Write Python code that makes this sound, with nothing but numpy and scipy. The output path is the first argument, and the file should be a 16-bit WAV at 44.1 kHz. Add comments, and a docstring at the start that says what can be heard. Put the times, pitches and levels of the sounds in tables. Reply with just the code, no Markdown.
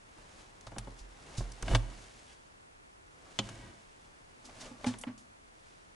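"""Wooden knocks and rattles: the heavy panelled door of a log shed is shoved by hand and binds in its frame.
It comes free with a latch clack and swings inwards, rubbing on its frame and singing on dry hinges.
Then two steps boom on a hollow board, with snapping twigs and crunching grit. Blows ring the modes of
wood and iron; friction drives those of door and hinge. Clothes rustle close by over a quiet outdoor hush."""
import sys
import numpy as np
from scipy import signal
from scipy.io import wavfile

SR = 44100
rng = np.random.default_rng(int(sys.argv[2]) if len(sys.argv) > 2 else 0)


def output_pcm(signal):
    """Save a mono or channel-first signal as 16-bit PCM at the path in sys.argv[1].

    Samples are clipped to [-1, 1] before scaling.
    """
    pcm = np.clip(np.atleast_2d(signal).T, -1, 1) * 32767
    wavfile.write(sys.argv[1], SR, np.round(pcm).astype(np.int16))


N = 262373
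AGE = np.arange(SR // 3) / SR   # time since the onset of a short burst [s]

# modes of the door leaf: (frequency [Hz], level [dB], t60 [s])
DOOR_MODES = [(43.54, 0.5, 0.54), (100, -11, 0.11), (112.4, 0, 0.22), (204.4, -9.5, 0.21), (248, -15, 0.2),
              (281, -7.5, 0.13), (337, -9, 0.065), (389, -10.5, 0.099), (540.6, -9.5, 0.14),
              (679, -2, 0.049), (808, -8.5, 0.086), (930, -6, 0.023), (1088, -8.5, 0.12),
              (1610, -3.5, 0.047), (2240, -4, 0.035), (2953, 4, 0.026), (3560, -0.5, 0.039)]
# modes of the hollow board: (frequency [Hz], level [dB], t60 [s])
BOARD_MODES = [(113.6, -15, 0.29), (210, -25.5, 0.78), (248.3, 0, 0.16), (273, -6, 0.12),
               (518, -14.5, 0.097), (850, -15.5, 0.1), (1136, -26, 0.31)]


def from_db(db):
    """Decibels to gain."""
    return 10 ** (np.asarray(db) / 20)


def rms_one(x):
    """Scale to unit power."""
    return x / np.sqrt(np.mean(x ** 2) + 1e-20)


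def at_hz(points, hz):
    """Each column of a spectrum at one frequency."""
    freqs, *columns = np.transpose(points)
    return [np.interp(np.log(hz), np.log(freqs), column) for column in columns]


def add(out, s, sound):
    """Mix a sound in from time s."""
    at = round(s * SR)
    out[:, at:at + sound.shape[-1]] += sound[..., :N - at]


def fade(t, t60):
    """Exponential decay, 60 dB in t60."""
    return np.exp(-np.log(1000) * t / t60)


def low_pass(x, hz):
    """Dull the treble, as a soft contact does."""
    return signal.sosfilt(signal.butter(2, min(hz, SR / 2 - 100), fs=SR, output="sos"), x)


def pan(x, left_db):
    """Lean a sound to the left or right."""
    return x * from_db([[left_db / 2], [-left_db / 2]])


def swell(s, rise_s, fall_s, level_db, held_s=0):
    """Gain of one gesture: it climbs 20 dB in rise_s up to time s, holds, then sinks 20 dB per fall_s."""
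    t = np.arange(N) / SR - s
    away = np.maximum(-t, 0) / rise_s + np.maximum(t - held_s, 0) / fall_s
    return from_db(level_db - 20 * np.minimum(away, 10))


def together(gains):
    """Overlapping gestures add in power."""
    return np.sqrt(sum(gain ** 2 for gain in gains))


def hump(hz):
    """A broad spectrum around one pitch: (frequency [Hz], density [dB])."""
    return [(hz / 6, -20), (hz / 2, -9), (hz, 0), (hz * 2, -14)]


def noise(spectrum, size, likeness=None):
    """Stereo noise in third octaves, starting at unit power; if the spectrum has t60s, the bands decay."""
    # narrow stereo image of a near sound: (frequency [Hz], left-right likeness [-1..1])
    near_likeness = [(60, 1), (250, 0.91), (600, 1), (1400, 0.86), (4000, 0.76), (8000, 0.71),
                     (11000, 0.57)]
    edges_hz = 22 * 2 ** (np.arange(28) / 3)
    white = rng.standard_normal((2, 2, size + SR // 10))
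    t = np.arange(size) / SR
    out, power = 0, 0
    for k, (low, high) in enumerate(zip(edges_hz, edges_hz[1:])):
        hz = np.sqrt(low * high)
        level_db, *t60 = at_hz(spectrum, hz)
        alike = np.clip(at_hz(likeness or near_likeness, hz)[0], -1, 1)
        band_pass = signal.butter(2, (low, high), "band", fs=SR, output="sos")
        mid, side = from_db(level_db) * signal.sosfilt(band_pass, white[k % 2])[:, -size:]
        band = np.sqrt(1 + alike) * mid + np.sqrt(1 - alike) * side * [[1], [-1]]
        power += np.mean(band ** 2)
        out = out + (band * fade(t, t60[0]) if t60 else band)
    return out / np.sqrt(power)


def grain(size, depth_db, span_s):
    """Quick random flutter of level, as fibres or grains catch and slip."""
    t = np.arange(size) / SR
    flutter = np.interp(t / span_s, np.arange(size), rng.standard_normal(size))
    return rms_one(from_db(depth_db * flutter))


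def ring(modes, spread_db, width):
    """One blow on a set of modes; high modes reach the two sides out of step."""
    t, out = np.arange(SR // 2) / SR, 0
    for hz, level_db, t60 in modes:
        strength, skew = rng.standard_normal(2)
        lag = width * skew * min(hz / 1000, 1) * np.array([[1], [-1]])
        tone = np.sin(2 * np.pi * hz * t + lag)
        out = out + from_db(level_db + spread_db * strength) * tone * fade(t, t60)
    return out


def resonate(x, modes):
    """Drive a set of modes continuously; unit power."""
    out = 0
    for hz, db, t60 in modes:
        q = np.pi * hz * t60 / np.log(1000)
        out = out + from_db(db) * signal.lfilter(*signal.iirpeak(hz, q, fs=SR), x)
    return rms_one(out)


def outdoor_hush():
    """A quiet, steady bed of outdoor air with a wide stereo image."""
    # colour of the air: (frequency [Hz], density [dB])
    colour = [(25, -5), (45, -11), (66, -8), (110, -12), (160, -15.5), (440, -11.5), (700, -12),
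              (1200, -12.5), (2200, -18.5), (3900, -27.5), (8000, -30), (11000, -34)]
    # its wide stereo image: (frequency [Hz], left-right likeness [-1..1])
    likeness = [(60, 1), (170, 0.12), (490, -0.85), (1400, -0.92), (4000, -0.53), (11000, .07)]
    return from_db(-57) * noise(colour, N, likeness)


def shed_reverb(x):
    """A dull reverberation from the log room behind the door."""
    t = np.arange(SR) / SR
    build_up = np.minimum(t / 0.038, 1)
    tail = low_pass(rng.standard_normal((2, SR)), hz=2700) * fade(t, t60=0.53) * build_up
    return signal.fftconvolve(x, rms_one(tail) / np.sqrt(SR), axes=1)[:, :N]


def body_movement():
    """With every move sleeves swish and feet shuffle, both finely grained."""
    # moves of the body: (peak time [s], rise [s], fall [s], cloth level [dB], shuffle level [dB])
    moves = [(.2, .25, .3, -64.5, -60), (.41, 0.35, 0.12, -58.5, -57.5), (.9, 1.3, 0.37, -62.5, -58),
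             (1.362, 0.45, 0.48, -55, -51.5), (1.728, 0.19, 0.14, -47.5, -46),
             (2.02, 0.72, 0.62, -57, -58.5), (2.33, 0.49, 0.067, -60.5, -64),
             (3.28, 0.27, 0.44, -68, -57.5), (3.46, 0.33, 0.59, -55.5, -67), (4.02, 1, 1.2, -69.5, -65.5),
             (4.652, 0.3, 0.15, -52.5, -50.5), (4.87, 0.15, 0.22, -53.5, -49.5),
             (5.7, 0.45, .6, -66.5, -71)]
    # bright swish of cloth: (frequency [Hz], density [dB])
    cloth_colour = [(1200, -3), (2500, 0.5), (4500, -1), (7000, -2), (11000, -11.5)]
    # low shuffle of feet: (frequency [Hz], density [dB])
    shuffle_colour = [(40, 9), (110, 3.5), (240, 0), (400, -0.5), (900, -2.5), (2000, -10.5), (4000, -30)]
    still_cloth, still_shuffle = from_db(-73.5), from_db(-68.5)   # between moves
    swish = together([still_cloth] + [swell(s, rise, fall, db) for s, rise, fall, db, _ in moves])
    shift = together([still_shuffle] + [swell(s, rise, fall, db) for s, rise, fall, _, db in moves])
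    cloth = swish * noise(cloth_colour, N) * grain(N, depth_db=2, span_s=0.0024)
    shuffle = shift * noise(shuffle_colour, N) * grain(N, depth_db=1.44, span_s=0.014)
    return cloth + shuffle


def brushing():
    """A palm or a sole slides briefly, with a bright, grainy hiss."""
    # slides over a surface: (peak time [s], level [dB])
    slides = [(0.991, -53.5), (1.381, -41.5), (4.457, -51), (4.612, -45.5)]
    contact = together(swell(s, rise_s=0.017, fall_s=0.048, level_db=db) for s, db in slides)
    return contact * noise(hump(hz=5680), N) * grain(N, depth_db=1, span_s=0.00041)


def ticking():
    """Wood and grit give small bright ticks, each around a pitch of its own."""
    # ticks: (time [s], level [dB], centre [Hz], t60 [s])
    ticks = [(0.61, -49.5, 6300, 0.024), (0.668, -48.5, 4600, 0.061), (0.783, -34.5, 8200, 0.02),
             (1.519, -44.5, 6300, 0.033), (1.625, -35, 6300, 0.021), (4.9856, -46.5, 10100, 0.08),
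             (5.0122, -44.5, 8750, 0.095), (5.177, -55, 6100, 0.19)]
    out = np.zeros((2, N))
    for s, level_db, hz, t60 in ticks:
        add(out, s, from_db(level_db) * noise(hump(hz), len(AGE)) * fade(AGE, t60))
    return out


def twigs():
    """Dry twigs snap underfoot in short bursts of noise."""
    # snaps: (time [s], level [dB])
    snaps = [(4.495, -47), (4.626, -47), (4.662, -46), (4.844, -30.5), (4.9388, -38), (5.0367, -34)]
    # breaking twig: (frequency [Hz], density [dB], t60 [s])
    colour = [(200, -10, 0.058), (684, 4, 0.044), (1360, -10, 0.07), (2330, -0.5, 0.02), (3010, 2, 0.015),
              (4100, -28, 0.037), (11100, -33, 0.051)]
    out = np.zeros((2, N))
    for s, level_db in snaps:
        add(out, s, from_db(level_db) * noise(colour, len(AGE)))
    return out


def grit():
    """Small stones click at random under the soles, at a few pitches, and set the board humming."""
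    # one mode for each kind of stone: (frequency [Hz], level [dB], t60 [s])
    stone_modes = [(432, -2, 0.017), (634, 12.5, 0.04), (895, 5, .025), (1174, 7.5, 0.044),
                   (1480, -16, .02), (2050, -18, 0.019), (2800, -5, 0.011), (4900, 0, 0.012),
                   (6000, 3, 0.0071)]
    # soles grind over the grit: (peak time [s], rise [s], fall [s], level [dB])
    grinds = [(4.495, 0.098, 0.08, -59.5), (4.655, 0.054, 0.075, -51.5), (4.85, 0.23, 0.43, -60)]
    clicks_per_s, size_spread_db = 30, 3   # for each kind of stone
    stones, jolts = 0, 0
    for hz, level_db, t60 in stone_modes:
        signs = rng.choice([-1, 1], N)
        sizes = from_db(size_spread_db * np.minimum(rng.exponential(1, N), 4))
        clicks = (rng.random(N) < clicks_per_s / SR) * signs * sizes + 1e-18
        ringing = from_db(level_db) * resonate(clicks, [(hz, level_db, t60)])
        stones = stones + pan(ringing, left_db=rng.normal(0, 3))
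        jolts = jolts + clicks
    weight = together(swell(*grind) for grind in grinds)
    board_hum = from_db(2.5) * resonate(jolts, BOARD_MODES)
    return weight * (rms_one(stones) + board_hum)


def steps():
    """A soft sole sets the hollow board booming while grit crunches beneath it."""
    # sole contacts: (time [s], thud level [dB], crunch level [dB], crunch brightness [Hz])
    contacts = [(4.711, -39.5, -73, 2000), (4.864, -19.5, -37.5, 10000), (5.069, -30.5, -43.5, 2040)]
    # crushed grit: (frequency [Hz], density [dB])
    colour = [(400, -2.5), (1000, -3), (2000, -5), (4500, -5), (8000, -7.5), (11000, -16)]
    thud_rise_s, crunch_rise_s, crunch_lead_s, first_touch = 0.009, 0.014, 0.0015, 0.55
    press = np.minimum(first_touch + AGE / crunch_rise_s, 1)
    release = fade(np.maximum(AGE - crunch_rise_s, 0), t60=0.16)
    out = np.zeros((2, N))
    for s, thud_db, crunch_db, bright_hz in contacts:
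        thud = ring(BOARD_MODES, spread_db=3, width=0.19)
        load = np.minimum(np.arange(thud.shape[1]) / SR / thud_rise_s, 1)
        add(out, s, pan(from_db(thud_db) * thud * load, left_db=-2))
        crunch = low_pass(noise(colour, len(AGE)), bright_hz)
        crunch *= grain(len(AGE), depth_db=0.5, span_s=0.00029)
        add(out, s - crunch_lead_s, from_db(crunch_db) * crunch * press * release)
    return out


def door_rubbing():
    """Uneven friction sounds directly and through the door; the dry hinge sings and squeaks once."""
    # rubs on frame and sill: (peak time [s], hold [s], fall [s], rub level [dB], hinge level [dB])
    rubs = [(1.46, 0.056, .08, -58.5, -87), (1.711, 0.036, 0.019, -36.5, -80), (1.81, 0.11, .19, -56, -66),
            (3.43, 0.12, 0.19, -53.5, -67), (3.6, 0.092, 0.15, -56, -63.5)]
    # wood dragging on wood: (frequency [Hz], density [dB])
    colour = [(40, 3), (110, 2.5), (200, 3.5), (500, -8.5), (1600, -15), (3000, -22.5), (8000, -25.5)]
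    # dry hinge resonances: (frequency [Hz], level [dB], t60 [s])
    hinge_modes = [(555, -7, 0.077), (977, -3, 0.13), (1230, -6, 0.043), (1516, 3, 0.12), (1810, -7, 0.21),
                   (1910, 4, 0.066), (2000, -7, .12), (2210, 1, 0.058), (2920, -15, 0.098)]
    # partials of the hinge's squeak: (frequency [Hz], level [dB], t60 [s])
    squeak_modes = [(1653, -7, .11), (3300, -3, .025), (4670, -6, .02)]
    rise_s = 0.076
    pressure = together(swell(s, rise_s, fall_s, db, held_s) for s, held_s, fall_s, db, _ in rubs)
    turning = together(swell(s, rise_s, fall_s, db, held_s) for s, held_s, fall_s, _, db in rubs)
    friction = noise(colour, N) * grain(N, depth_db=1, span_s=0.0064)
    wood = from_db(-2.5) * friction + resonate(friction, DOOR_MODES)
    squeak = swell(s=2.315, rise_s=0.047, fall_s=0.09, level_db=-63) * resonate(friction, squeak_modes)
    return pressure * wood + turning * resonate(friction, hinge_modes) + squeak


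def latch():
    """The iron latch clacks and bounces as the door comes free."""
    # strikes of the latch: (time [s], level [dB])
    clacks = [(3.389, -29), (3.391, -31), (3.3955, -62)]
    # ring of the iron: (frequency [Hz], level [dB], t60 [s])
    iron_modes = [(2210, -18, 0.047), (3110, -9, 0.061), (3220, -3.5, 0.047), (3450, 2.5, 0.021),
                  (4410, -14, 0.041), (5110, 1, 0.018), (5560, -27, 0.038), (6410, -5, 0.025)]
    # noisy clank of each strike: (frequency [Hz], density [dB], t60 [s])
    clank_colour = [(500, -23, 0.036), (1100, -2.5, 0.085), (1590, -5.5, 0.036), (3170, 3, 0.049),
                    (6500, -9, 0.057), (7900, -21, 0.019), (11000, -9, .02)]
    out = np.zeros((2, N))
    for s, level_db in clacks:
        add(out, s, from_db(level_db) * ring(iron_modes, spread_db=4.5, width=0.36))
        add(out, s, from_db(level_db) * noise(clank_colour, len(AGE)))
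    return out


def door_knocks():
    """Each blow sways the leaf, booms in the panels and cracks on the surface."""
    # blows: (time [s], leaf sway [dB], panel boom [dB], wood ring [dB], crack [dB], brightness [Hz])
    knocks = [(.67, -52.5, -45.5, -49.5, -37.5, 1520), (.719, -64, -42.5, -46, -40, 890),
              (.763, -64, -51, -36.5, -33.5, 676), (.783, -41, -39, -54, -37.5, 9000),
              (.872, -47, -46.5, -40.5, -33, 685), (1.013, -45.5, -76, -72, -68, 600),
              (1.3823, -35, -23.5, -36, -41, 363), (1.407, -38, -41, -40, -30.5, 670),
              (1.628, -32.5, -36, -44, -34.5, 1690), (1.681, -55, -50, -39, -30, 3320),
              (1.712, -22.5, -40, -29, -31, 620), (1.735, -32.5, -19.5, -38, -20.5, 720),
              (1.7489, -53, -50, -29.5, -23, 5600), (1.752, -55, -25.5, -31, -25, 4500),
              (3.389, -65, -34, -28, -56, 700), (3.489, -68, -56, -60, -41, 8000)]
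    # crowded short modes of the wood: (frequency [Hz], density [dB], t60 [s])
    crack_colour = [(153, -23, 0.082), (395, -4, 0.066), (870, -3.5, 0.075), (1740, -3, 0.028),
                    (3380, -10.5, 0.071), (6040, -8, 0.044), (11000, -14, 0.099)]
    hard_contact_hz = 744   # a softer contact lingers and damps the leaf
    push = from_db(-20) * fade(AGE, t60=0.0036)   # the contact's own pulse, ahead of the crowded modes
    out = np.zeros((2, N))
    for s, sway_db, boom_db, ring_db, crack_db, contact_hz in knocks:
        sustain = min(contact_hz / hard_contact_hz, 1)
        # how the blow drives the leaf: (frequency [Hz], level [dB], t60 scale [ratio])
        drive = [(50, sway_db, 1), (90, boom_db, sustain), (120, boom_db, sustain),
                 (190, ring_db, sustain)]
        modes = []
        for hz, level_db, t60 in DOOR_MODES:
            drive_db, t60_scale = at_hz(drive, hz)
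            modes.append((hz, level_db + drive_db, t60 * t60_scale))
        # neighbouring modes swing in opposite senses
        body = ring(modes[::2], spread_db=1, width=0.25) - ring(modes[1::2], spread_db=1, width=0.25)
        add(out, s, pan(low_pass(body, contact_hz), left_db=-2.3))
        crack = noise(crack_colour, len(AGE)) - push
        add(out, s, pan(from_db(crack_db) * low_pass(crack, contact_hz), left_db=2.7))
    return out


def scene():
    """Door and footsteps before the shed, over the outdoor hush."""
    contacts = door_knocks() + latch() + steps() + twigs() + ticking() + brushing()
    hush = outdoor_hush()
    room = from_db(-27.5) * shed_reverb(contacts)
    return hush + room + contacts + pan(door_rubbing(), left_db=-0.5) + grit() + body_movement()


def record(dry):
    """A steep low-pass cuts the top treble."""
    cutoff_hz = 11190
    return signal.sosfilt(signal.ellip(12, 0.2, 70, cutoff_hz, fs=SR, output="sos"), dry)


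dry = scene()
out = record(dry)
output_pcm(out)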